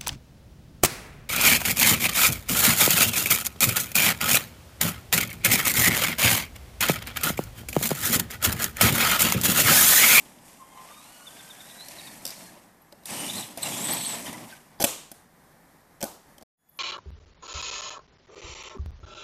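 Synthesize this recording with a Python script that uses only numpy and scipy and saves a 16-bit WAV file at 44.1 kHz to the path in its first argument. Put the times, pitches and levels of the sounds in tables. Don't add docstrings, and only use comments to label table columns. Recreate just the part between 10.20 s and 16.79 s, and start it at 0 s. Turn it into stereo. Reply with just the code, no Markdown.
import sys
import numpy as np
from scipy import signal
from scipy.fft import rfft, irfft, next_fast_len
from scipy.io import wavfile
from scipy.ndimage import uniform_filter1d, map_coordinates

SR = 44100
rng = np.random.default_rng(int(sys.argv[2]) if len(sys.argv) > 2 else 0)


def volts_from_decibels(level):
    exponent = np.asarray(level, float) / 20
    return 10 ** exponent


def wav_out(sig):
    wavfile.write(sys.argv[1], SR, np.round(np.clip(np.atleast_2d(sig).T, -1, 1) * 32767).astype(np.int16))


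N = 290613
TIME = np.arange(N) / SR
ENGAGE_S = 0.03

# (time [s], gear tooth pitch [Hz], load [dB])
SPRINT = [(3.43, 3955, -48.5), (3.55, 3290, -44.5), (3.59, 3770, -44.5), (3.69, 3945, -41.5),
          (3.76, 3847, -43.5), (3.83, 4010, -42.5), (3.94, 3916, -48)]
# (frequency [Hz], time to fall 60 dB [s])
YARD = [(100, 0.48), (500, 0.43), (2000, 0.55), (6000, 0.51), (14000, 0.36)]


def unit(x):
    return x / np.sqrt(np.mean(x ** 2) + 1e-20)


def along(points, hz):
    f, v = np.transpose(points)
    return np.interp(np.log(hz + 1), np.log(f + 1), v)


def curves(rows):
    s, *cols = np.transpose(rows)
    return [np.interp(TIME, s, c) for c in cols]


def wobble(rate):
    return map_coordinates(rng.standard_normal(int(N * rate / SR) + 4), [TIME * rate])


def bumps(rows):
    return sum(height * np.exp(-((TIME - s) / length) ** 2) for s, height, length in rows)


def filtered(x, response):
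    m = next_fast_len(x.shape[-1] + 8192)
    spectrum = rfft(x, m) * response(np.fft.rfftfreq(m, 1 / SR))
    return irfft(spectrum, m)[..., :x.shape[-1]]


def pair(spectrum, alike):
    def mid_side(hz):
        turn = np.arccos(np.clip(along(alike, hz), -1, 1)) / 2
        return volts_from_decibels(along(spectrum, hz)) * [np.cos(turn), np.sin(turn)]

    mid, side = filtered(rng.standard_normal((2, N)), mid_side)
    return unit(np.array([mid + side, mid - side]))


def blips(rows):
    out = np.zeros(N)
    for s, hz, db, length, glide in rows:
        near = slice(round((s - 2 * length) * SR), round((s + 2 * length) * SR))
        u = (TIME[near] - s) / length
        phase = np.cumsum(2 * np.pi * hz * 2 ** (glide * u) / SR)
        out[near] += volts_from_decibels(db) * np.exp(-2 * u ** 2) * np.sin(phase)
    return out


def throttle():
    # (time [s], gear tooth pitch [Hz], load [dB])
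    cruise = [(.4, 1052, -61.5), (.62, 1066, -61), (.75, 1230, -59), (.9, 1422, -61.5), (1.3, 1622, -61.5),
              (1.62, 2063, -60), (1.86, 2280, -56), (2.0, 2095, -67), (2.3, 2200, -63.5)]
    dart = [(2.9, 2883, -48), (2.925, 2600, -50), (2.95, 2900, -50), (3.07, 2963, -42.5), (3.13, 3530, -49),
            (3.2, 3970, -46.5), (3.25, 3000, -51)]
    # (time [s], pitch rise [share], lift [dB])
    hops = [(3.105, 0.091, 3), (3.172, .07, 1), (3.432, 0.034, 11.5), (3.66, .06, 2), (3.728, .13, 7),
            (3.79, .05, 0.5), (3.862, 0.072, 6.5)]
    hop_s, fade_db = 0.014, 30

    def faded(burst):
        first, last = burst[0], burst[-1]
        start = (first[0] - ENGAGE_S, first[1], first[2] - fade_db)
        end = (last[0] + 2 * ENGAGE_S, last[1], last[2] - fade_db)
        return [start] + burst + [end]

    mesh_hz, load_db = curves(faded(cruise) + faded(dart) + faded(SPRINT))
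    race = 1 + bumps([(s, rise, hop_s) for s, rise, _ in hops])
    return mesh_hz * race, load_db + bumps([(s, db, hop_s) for s, _, db in hops])


def gears():
    # (level [dB], ..)
    order_db = (-0.5, -4.5, -9.5)
    smears = (.9, .35, .5)
    # (frequency [Hz], level [dB])
    housing = [(1000, 0.5), (2200, 4), (4000, 0.5), (6500, -8), (8200, 13), (9800, 0.5), (13000, 4)]
    # (time [s], pitch [Hz], level [dB], length [s], glide [octaves])
    squeals = [(.27, 3200, -64, 0.016, -0.11), (.42, 1050, -43, 0.025, -0.048),
               (.6, 1039, -46.5, 0.074, -0.0072), (2.623, 11600, -54, .01, 0.054),
               (3.465, 2810, -28.5, 0.0125, 0.066), (4.064, 3136, -35.5, 0.0082, .03),
               (4.073, 1900, -42.5, 0.013, -0.066), (4.078, 3670, -46.5, 0.035, -.1),
               (4.145, 2007, -42, 0.018, 0.032), (4.145, 980, -49.5, 0.0288, -0.019),
               (4.155, 3040, -52.5, 0.024, 0.049), (4.31, 3300, -60, 0.013, .03),
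               (4.333, 1550, -47, 0.018, -0.063)]
    # (time [s], pitch [Hz], level [dB])
    binds = [(1.08, 3490, -42), (1.2, 3550, -47.5), (1.31, 3620, -47), (1.41, 3600, -53.5),
             (1.51, 3550, -53), (1.61, 3550, -56), (1.71, 3450, -60.5), (1.79, 3920, -46),
             (1.88, 3650, -46), (2.3, 3450, -68)]

    mesh_hz, load_db = throttle()
    axle_hz, axle_db = 0.82 * mesh_hz, load_db - 4
    slow = TIME < 2.5
    unsteady = 1 + 0.008 * wobble(45) + 0.011 * wobble(250) + 0.02 * wobble(12) * slow
    phase = np.cumsum(2 * np.pi * mesh_hz * unsteady / SR)

    axle_db = axle_db + 5 + 4.3 * wobble(9.0) * slow + 1.5 * wobble(60) + 2.7 * wobble(330)
    out = volts_from_decibels(axle_db) * np.sin(np.cumsum(2 * np.pi * axle_hz * unsteady / SR))
    out *= np.where(TIME > 2.5, wobble(900), wobble(250))
    for k, (db, smear) in enumerate(zip(order_db, smears), 1):
        level_db = load_db + db + along(housing, k * mesh_hz)
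        level_db = level_db + 5.5 + 3.2 * wobble(60) + 3.6 * wobble(14.1) * slow
        rough = smear * mesh_hz / 2000
        wear = (1 + rough * wobble(900)) / np.sqrt(1 + rough ** 2)
        out += volts_from_decibels(level_db) * wear * np.sin(k * phase)
    out *= TIME < SPRINT[-1][0] + 2 * ENGAGE_S

    chirps = [(s, hz, db, 0.016, -0.09) for s, hz, db in binds]
    return out + volts_from_decibels(5 * wobble(400)) * blips(squeals + chirps)


def rolling():
    # (time [s], drive [dB], tyres [dB])
    turning = [(0, -50.5, -56), (.21, -60.5, -62), (.28, -52, -63), (.48, -58.5, -63), (.7, -52, -63.5),
               (1.1, -50.5, -62.5), (1.65, -48.5, -60.5), (1.95, -48.5, -52.5), (2.04, -51, -53)]
    braking = [(2.13, -48, -61), (2.23, -48.5, -53), (2.35, -56.5, -57), (2.58, -73, -68), (2.84, -78, -75)]
    rush = [(2.865, -41, -65), (2.91, -37.5, -45.5), (3.2, -35.5, -41), (3.23, -40.5, -49.5),
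            (3.365, -54, -56)]
    charge = [(3.41, -43.5, -52.5), (3.451, -36.5, -40.5), (3.7, -34.5, -40), (3.89, -37.5, -46.5),
              (4.02, -42.5, -46), (4.24, -50, -45), (4.3, -51, -58.5), (4.57, -69, -66.5),
              (4.62, -90, -97.5)]
    # (time [s], lift [dB], length [s])
    jolts = [(1.08, 1.5, 0.022), (1.71, 4.5, .02), (1.87, 4.5, 0.017), (2.726, 27, .006), (3.175, 2.5, .01),
             (3.385, 11, .01), (4.073, 7.5, .025), (4.14, 1, 0.017), (4.31, 3, 0.028)]
    # (drive share [dB/dB], tyre share [dB/dB], level [dB])
    drone_law = (0.53, 0.31, -51.5)
    hiss_law = (0.91, 0.044, -52.5)
    fizz_law = (1.0, .02, -49.5)
    # (frequency [Hz], density [dB/Hz])
    rumble = [(29, -56), (50, -23.5), (115, -5.5), (199, 0), (306, -2), (450, -16), (580, -33), (990, -120)]
    drone = [(210, -31.5), (350, -11), (472, -8), (577, -1), (991, -1), (1500, -14), (1950, -43.5),
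             (3300, -120)]
    hiss = [(710, -41.5), (1200, -13.5), (1800, -1), (2280, 0.5), (3020, -2.5), (4090, -6), (6000, -7.5),
            (7800, -36), (13200, -120)]
    fizz = [(2940, -36), (5000, -5.5), (9050, -0.5), (13000, -4.5), (14600, -15), (14800, -23.5),
            (15000, -70)]
    # (frequency [Hz], likeness [-1..1])
    alike = [(60, 0.84), (300, 0.98), (700, 0.62), (1500, 0.19), (3000, 0.11), (6000, 0.16), (15000, 0.083)]

    drive_db, tyres_db = curves(turning + braking + rush + charge)
    slap_db = bumps(jolts)

    def follow(law):
        drive_share, tyre_share, level_db = law
        reference_db = -50
        return level_db + drive_share * (drive_db - reference_db) + tyre_share * (tyres_db - reference_db)

    rumble_db = tyres_db + 0.46 * slap_db
    drone_db = follow(drone_law) + 0.68 * slap_db
    hiss_db = follow(hiss_law) + slap_db
    fizz_db = follow(fizz_law) + 0.78 * slap_db
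    shake, flutter = wobble(17), wobble(350)
    out = volts_from_decibels(rumble_db + 0.76 * shake + 1.0 * wobble(30)) * pair(rumble, alike)
    out += volts_from_decibels(drone_db + 2.0 * shake + 1.5 * wobble(60)) * pair(drone, alike)
    out += volts_from_decibels(hiss_db + 1.8 * shake + 1.4 * flutter + 1.8 * wobble(80)) * pair(hiss, alike)
    out += volts_from_decibels(fizz_db + 0.4 * shake + 0.85 * flutter + 0.87 * wobble(80)) * pair(fizz, alike)
    return out


def knocks():
    # (time [s], peak [dB])
    ratchet = [(2.0532, -13.5), (2.0649, -17.5), (2.0763, -21), (2.0845, -25), (2.0925, -24),
               (2.105, -23.5), (2.113, -29)]
    # (time [s], peak [dB], brightest pitch [Hz], shell thud [dB])
    clacks = [(1.6845, -25.5, 5750, -22), (2.621, -53, 11600, -10), (2.7248, -36, 5100, -7),
              (2.835, -42, 5133, -15), (2.8566, -19, 9590, -29), (3.3744, -19, 9086, -15.5),
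              (4.1285, -23, 8990, -19), (6.4877, -43.5, 10270, -20.5)]
    landing = [(4.6003, -22.5, 8440, -5.5), (4.6031, -15.5, 6850, -8), (4.6114, -15, 4240, -12.5),
               (4.6177, -13.5, 7240, -15), (4.6238, -9, 4620, -17.5), (4.6405, -3.5, 7800, -14),
               (4.6436, -3, 2830, -24.5), (4.6509, -15.5, 3370, -9.5), (4.916, -27, 9060, -13)]
    rollover = [(5.8067, -29, 4200, -13), (5.8138, -23.5, 2480, -13), (5.8272, -12, 7000, -17),
                (5.833, -22.5, 3600, -3), (5.8404, -15.5, 10700, -21), (5.8522, -29.5, 2780, -5.5),
                (6.1821, -36, 2990, -15), (6.2118, -44.5, 3660, -2.5), (6.2248, -36.5, 4730, -11)]
    # (pitch [Hz], level [dB], time to fall 60 dB [s])
    shell = [(140.4, -10, 0.026), (239.5, 0, 0.049), (327, -1, 0.045), (565.4, 2, 0.06), (660, 0.5, 0.059),
             (804, -1.5, 0.049), (1550, -8.5, 0.033)]

    blows = [(s, db, 5180, -27.5, 13.3) for s, db in ratchet]
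    for rows, crack_ms in ((clacks, 13.5), (landing, 22.2), (rollover, 14.3)):
        blows += [(*row, crack_ms) for row in rows]
    out, t = np.zeros(N + SR), TIME[:SR // 8]
    for s, db, hz, thud_db, crack_ms in blows:
        def colour(f):
            bright = 1 / (1 + (np.log(f / hz + 1e-9) / 0.12) ** 2)
            return f * f / (f * f + 2000 ** 2) * (0.63 + bright)

        crack = unit(filtered(rng.standard_normal(len(t)), colour))
        crack = crack * volts_from_decibels(-60000 * t / np.clip(crack_ms, 4, 40)) * (1 - np.exp(-t / 0.00075))
        ring = np.zeros(len(t))
        for f, level, decay in shell:
            envelope = volts_from_decibels(level + rng.normal(0, 3.1) - 60 * t / decay)
            ring += envelope * np.sin(2 * np.pi * f * (1 + rng.normal(0, 0.053)) * t)
        ring *= 1 - np.exp(-t / 0.0016)
        out[round(s * SR) - 30:][:len(t)] += volts_from_decibels(db - 1.0) * crack + volts_from_decibels(db + thud_db - 2.0) * ring
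    return out[:N]


def servo():
    # (multiple of the switching rate, level [dB])
    tones = [(1, -70), (2, -67), (3, -78), (4, -63), (5, -74), (6, -56), (7, -61), (8, -62)]
    # (time [s], level [dB], pitch [Hz], length [s], glide [octaves])
    ticks = [
        (6.496, -36, 12200, 0.0052, 0.011),
        (6.5, -51.5, 13110, 0.0014, .01),
        (6.575, -41, 13100, .005, 0.012),
    ]
    switch_hz = 1705.3
    song = sum(volts_from_decibels(db) * np.sin(2 * np.pi * k * switch_hz * TIME + k * k) for k, db in tones)
    ticking = blips([(s, hz, db, length, glide) for s, db, hz, length, glide in ticks])
    return (TIME > 6.3) * (song + ticking)


def spread(x):
    # (time [s], lead [ms])
    lead = [(0, 0.26), (3.3, 0.21), (3.8, 0.058), (4.2, -0.077), (6.3, -0.02), (6.59, 0.1)]
    shift = curves(lead)[0] * SR / 2000
    left, right = x * np.ones((2, 1))
    return np.array([map_coordinates(left, [np.arange(N) + shift]),
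                     map_coordinates(right, [np.arange(N) - shift])])


def turf(x):
    t = TIME[:SR // 40]
    noise = rng.standard_normal((2, len(t))) * volts_from_decibels(-60 * t / 0.022)
    tail = filtered(noise, lambda hz: hz ** 2 / (hz ** 2 + 900 ** 2))
    return signal.fftconvolve(x[None], tail / np.linalg.norm(tail[0]), axes=1)[:, :N]


def yard(x):
    hz, t, z = signal.stft(rng.standard_normal((2, SR)), SR, nperseg=256)
    envelope = volts_from_decibels(-60 * t / along(YARD, hz)[:, None]) * (1 - np.exp(-t / 0.01))
    tail = signal.istft(z * envelope, SR, nperseg=256)[1]
    late = np.pad(x, (500, 0))[None]
    return signal.fftconvolve(late, tail / np.linalg.norm(tail[0]), axes=1)[:, :N]


def scatter(x):
    # (frequency [Hz], level [dB])
    echo = [(70, -33), (200, -10), (600, -5.5), (1400, -9.5), (3000, -5.5), (6000, -7.5), (14000, -11.5)]
    hz, t, z = signal.stft(x, SR, nperseg=256)
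    energy = uniform_filter1d(np.abs(z) ** 2, size=9, axis=0)
    late = np.maximum(t[:300] - 0.02, 0)
    tail = volts_from_decibels(-120 * late / along(YARD, hz)[:, None]) * (1 - np.exp(-late / 0.0028))
    wash = signal.fftconvolve(energy, tail / tail.sum(1, keepdims=True), axes=1)[:, :len(t)]
    noise = signal.stft(rng.standard_normal((2, N)), SR, nperseg=256)[2]
    level = 13 * np.sqrt(np.abs(wash)) * volts_from_decibels(along(echo, hz))[:, None]
    return signal.istft(noise * level, SR, nperseg=256)[1][:, :N]


def background():
    # (frequency [Hz], density [dB/Hz])
    air = [(12, -37), (20, -10.5), (92, -10), (108, -13.5), (160, -3.5), (347, -11.5), (457, -12.5),
           (525, -11.5), (796, -7.5), (1880, -13), (2690, -28), (13800, -25.5), (15000, -35.5)]
    # (frequency [Hz], likeness [-1..1])
    air_alike = [(60, 0.66), (130, 0.86), (290, 0.9), (640, 0.12), (1410, -0.69), (3100, 0.9), (6820, 0.03),
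                 (15000, 0.22)]
    return volts_from_decibels(-55 + 0.59 * wobble(2.916) + 1.2 * wobble(12)) * pair(air, air_alike)


def ports(x, balance):
    return filtered(x, lambda hz: volts_from_decibels(along(balance, hz) * [[0.5], [-0.5]]))


def scene():
    # (frequency [Hz], difference [dB])
    truck_balance = [(60, -0.5), (110, 0.5), (200, -0.5), (380, 0.5), (700, 1.5), (1290, -0.5), (2380, -1),
                     (4400, -4.5), (8120, -6), (15000, 10.5)]
    air_balance = [(60, 0.5), (180, -0.5), (550, 0), (1650, -3.5), (4970, -4.5), (15000, -4.5)]
    whine, blows = gears(), knocks()
    direct = spread(whine + blows + servo() + rolling())
    grass = turf(volts_from_decibels(-4) * whine + volts_from_decibels(-3) * blows)
    truck = direct + grass + volts_from_decibels(-8.5) * yard(whine) + scatter(blows)
    return ports(truck, truck_balance) + ports(background(), air_balance)


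def starve(x):
    # (frequency [Hz], threshold [standard deviations])
    starved = [(2300, 3.5), (3000, 1.8), (4500, 1.4), (6000, 1.9), (8500, 2.8), (13000, 2.7)]
    hz, _, z = signal.stft(x, SR, nperseg=1024)
    patches = uniform_filter1d(rng.standard_normal(z.shape), size=7, axis=2)
    chance = unit(uniform_filter1d(patches, size=5, axis=1))
    kept = np.where(chance > along(starved, hz)[:, None], 0.03, 1)
    return signal.istft(z * kept, SR, nperseg=1024)[1][:, :N]


def roll_off(x):
    return signal.sosfilt(signal.butter(12, 15600, fs=SR, output="sos"), x)


def record(dry):
    # (time [s], gain)
    edit = [
        (0, 1),
        (6.231, 0.99),
        (6.235, 0),
        (6.37, 0),
        (6.59, 0.46),
    ]
    top_hz = 14350
    rounded = dry / (1 + np.abs(dry / 0.9) ** 6) ** (1 / 6)
    band = filtered(starve(rounded), lambda hz: volts_from_decibels(np.clip((top_hz - hz) / 6, -70, 0)))
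    return roll_off(band * curves(edit)[0])


dry = scene()
out = record(dry)
wav_out(out)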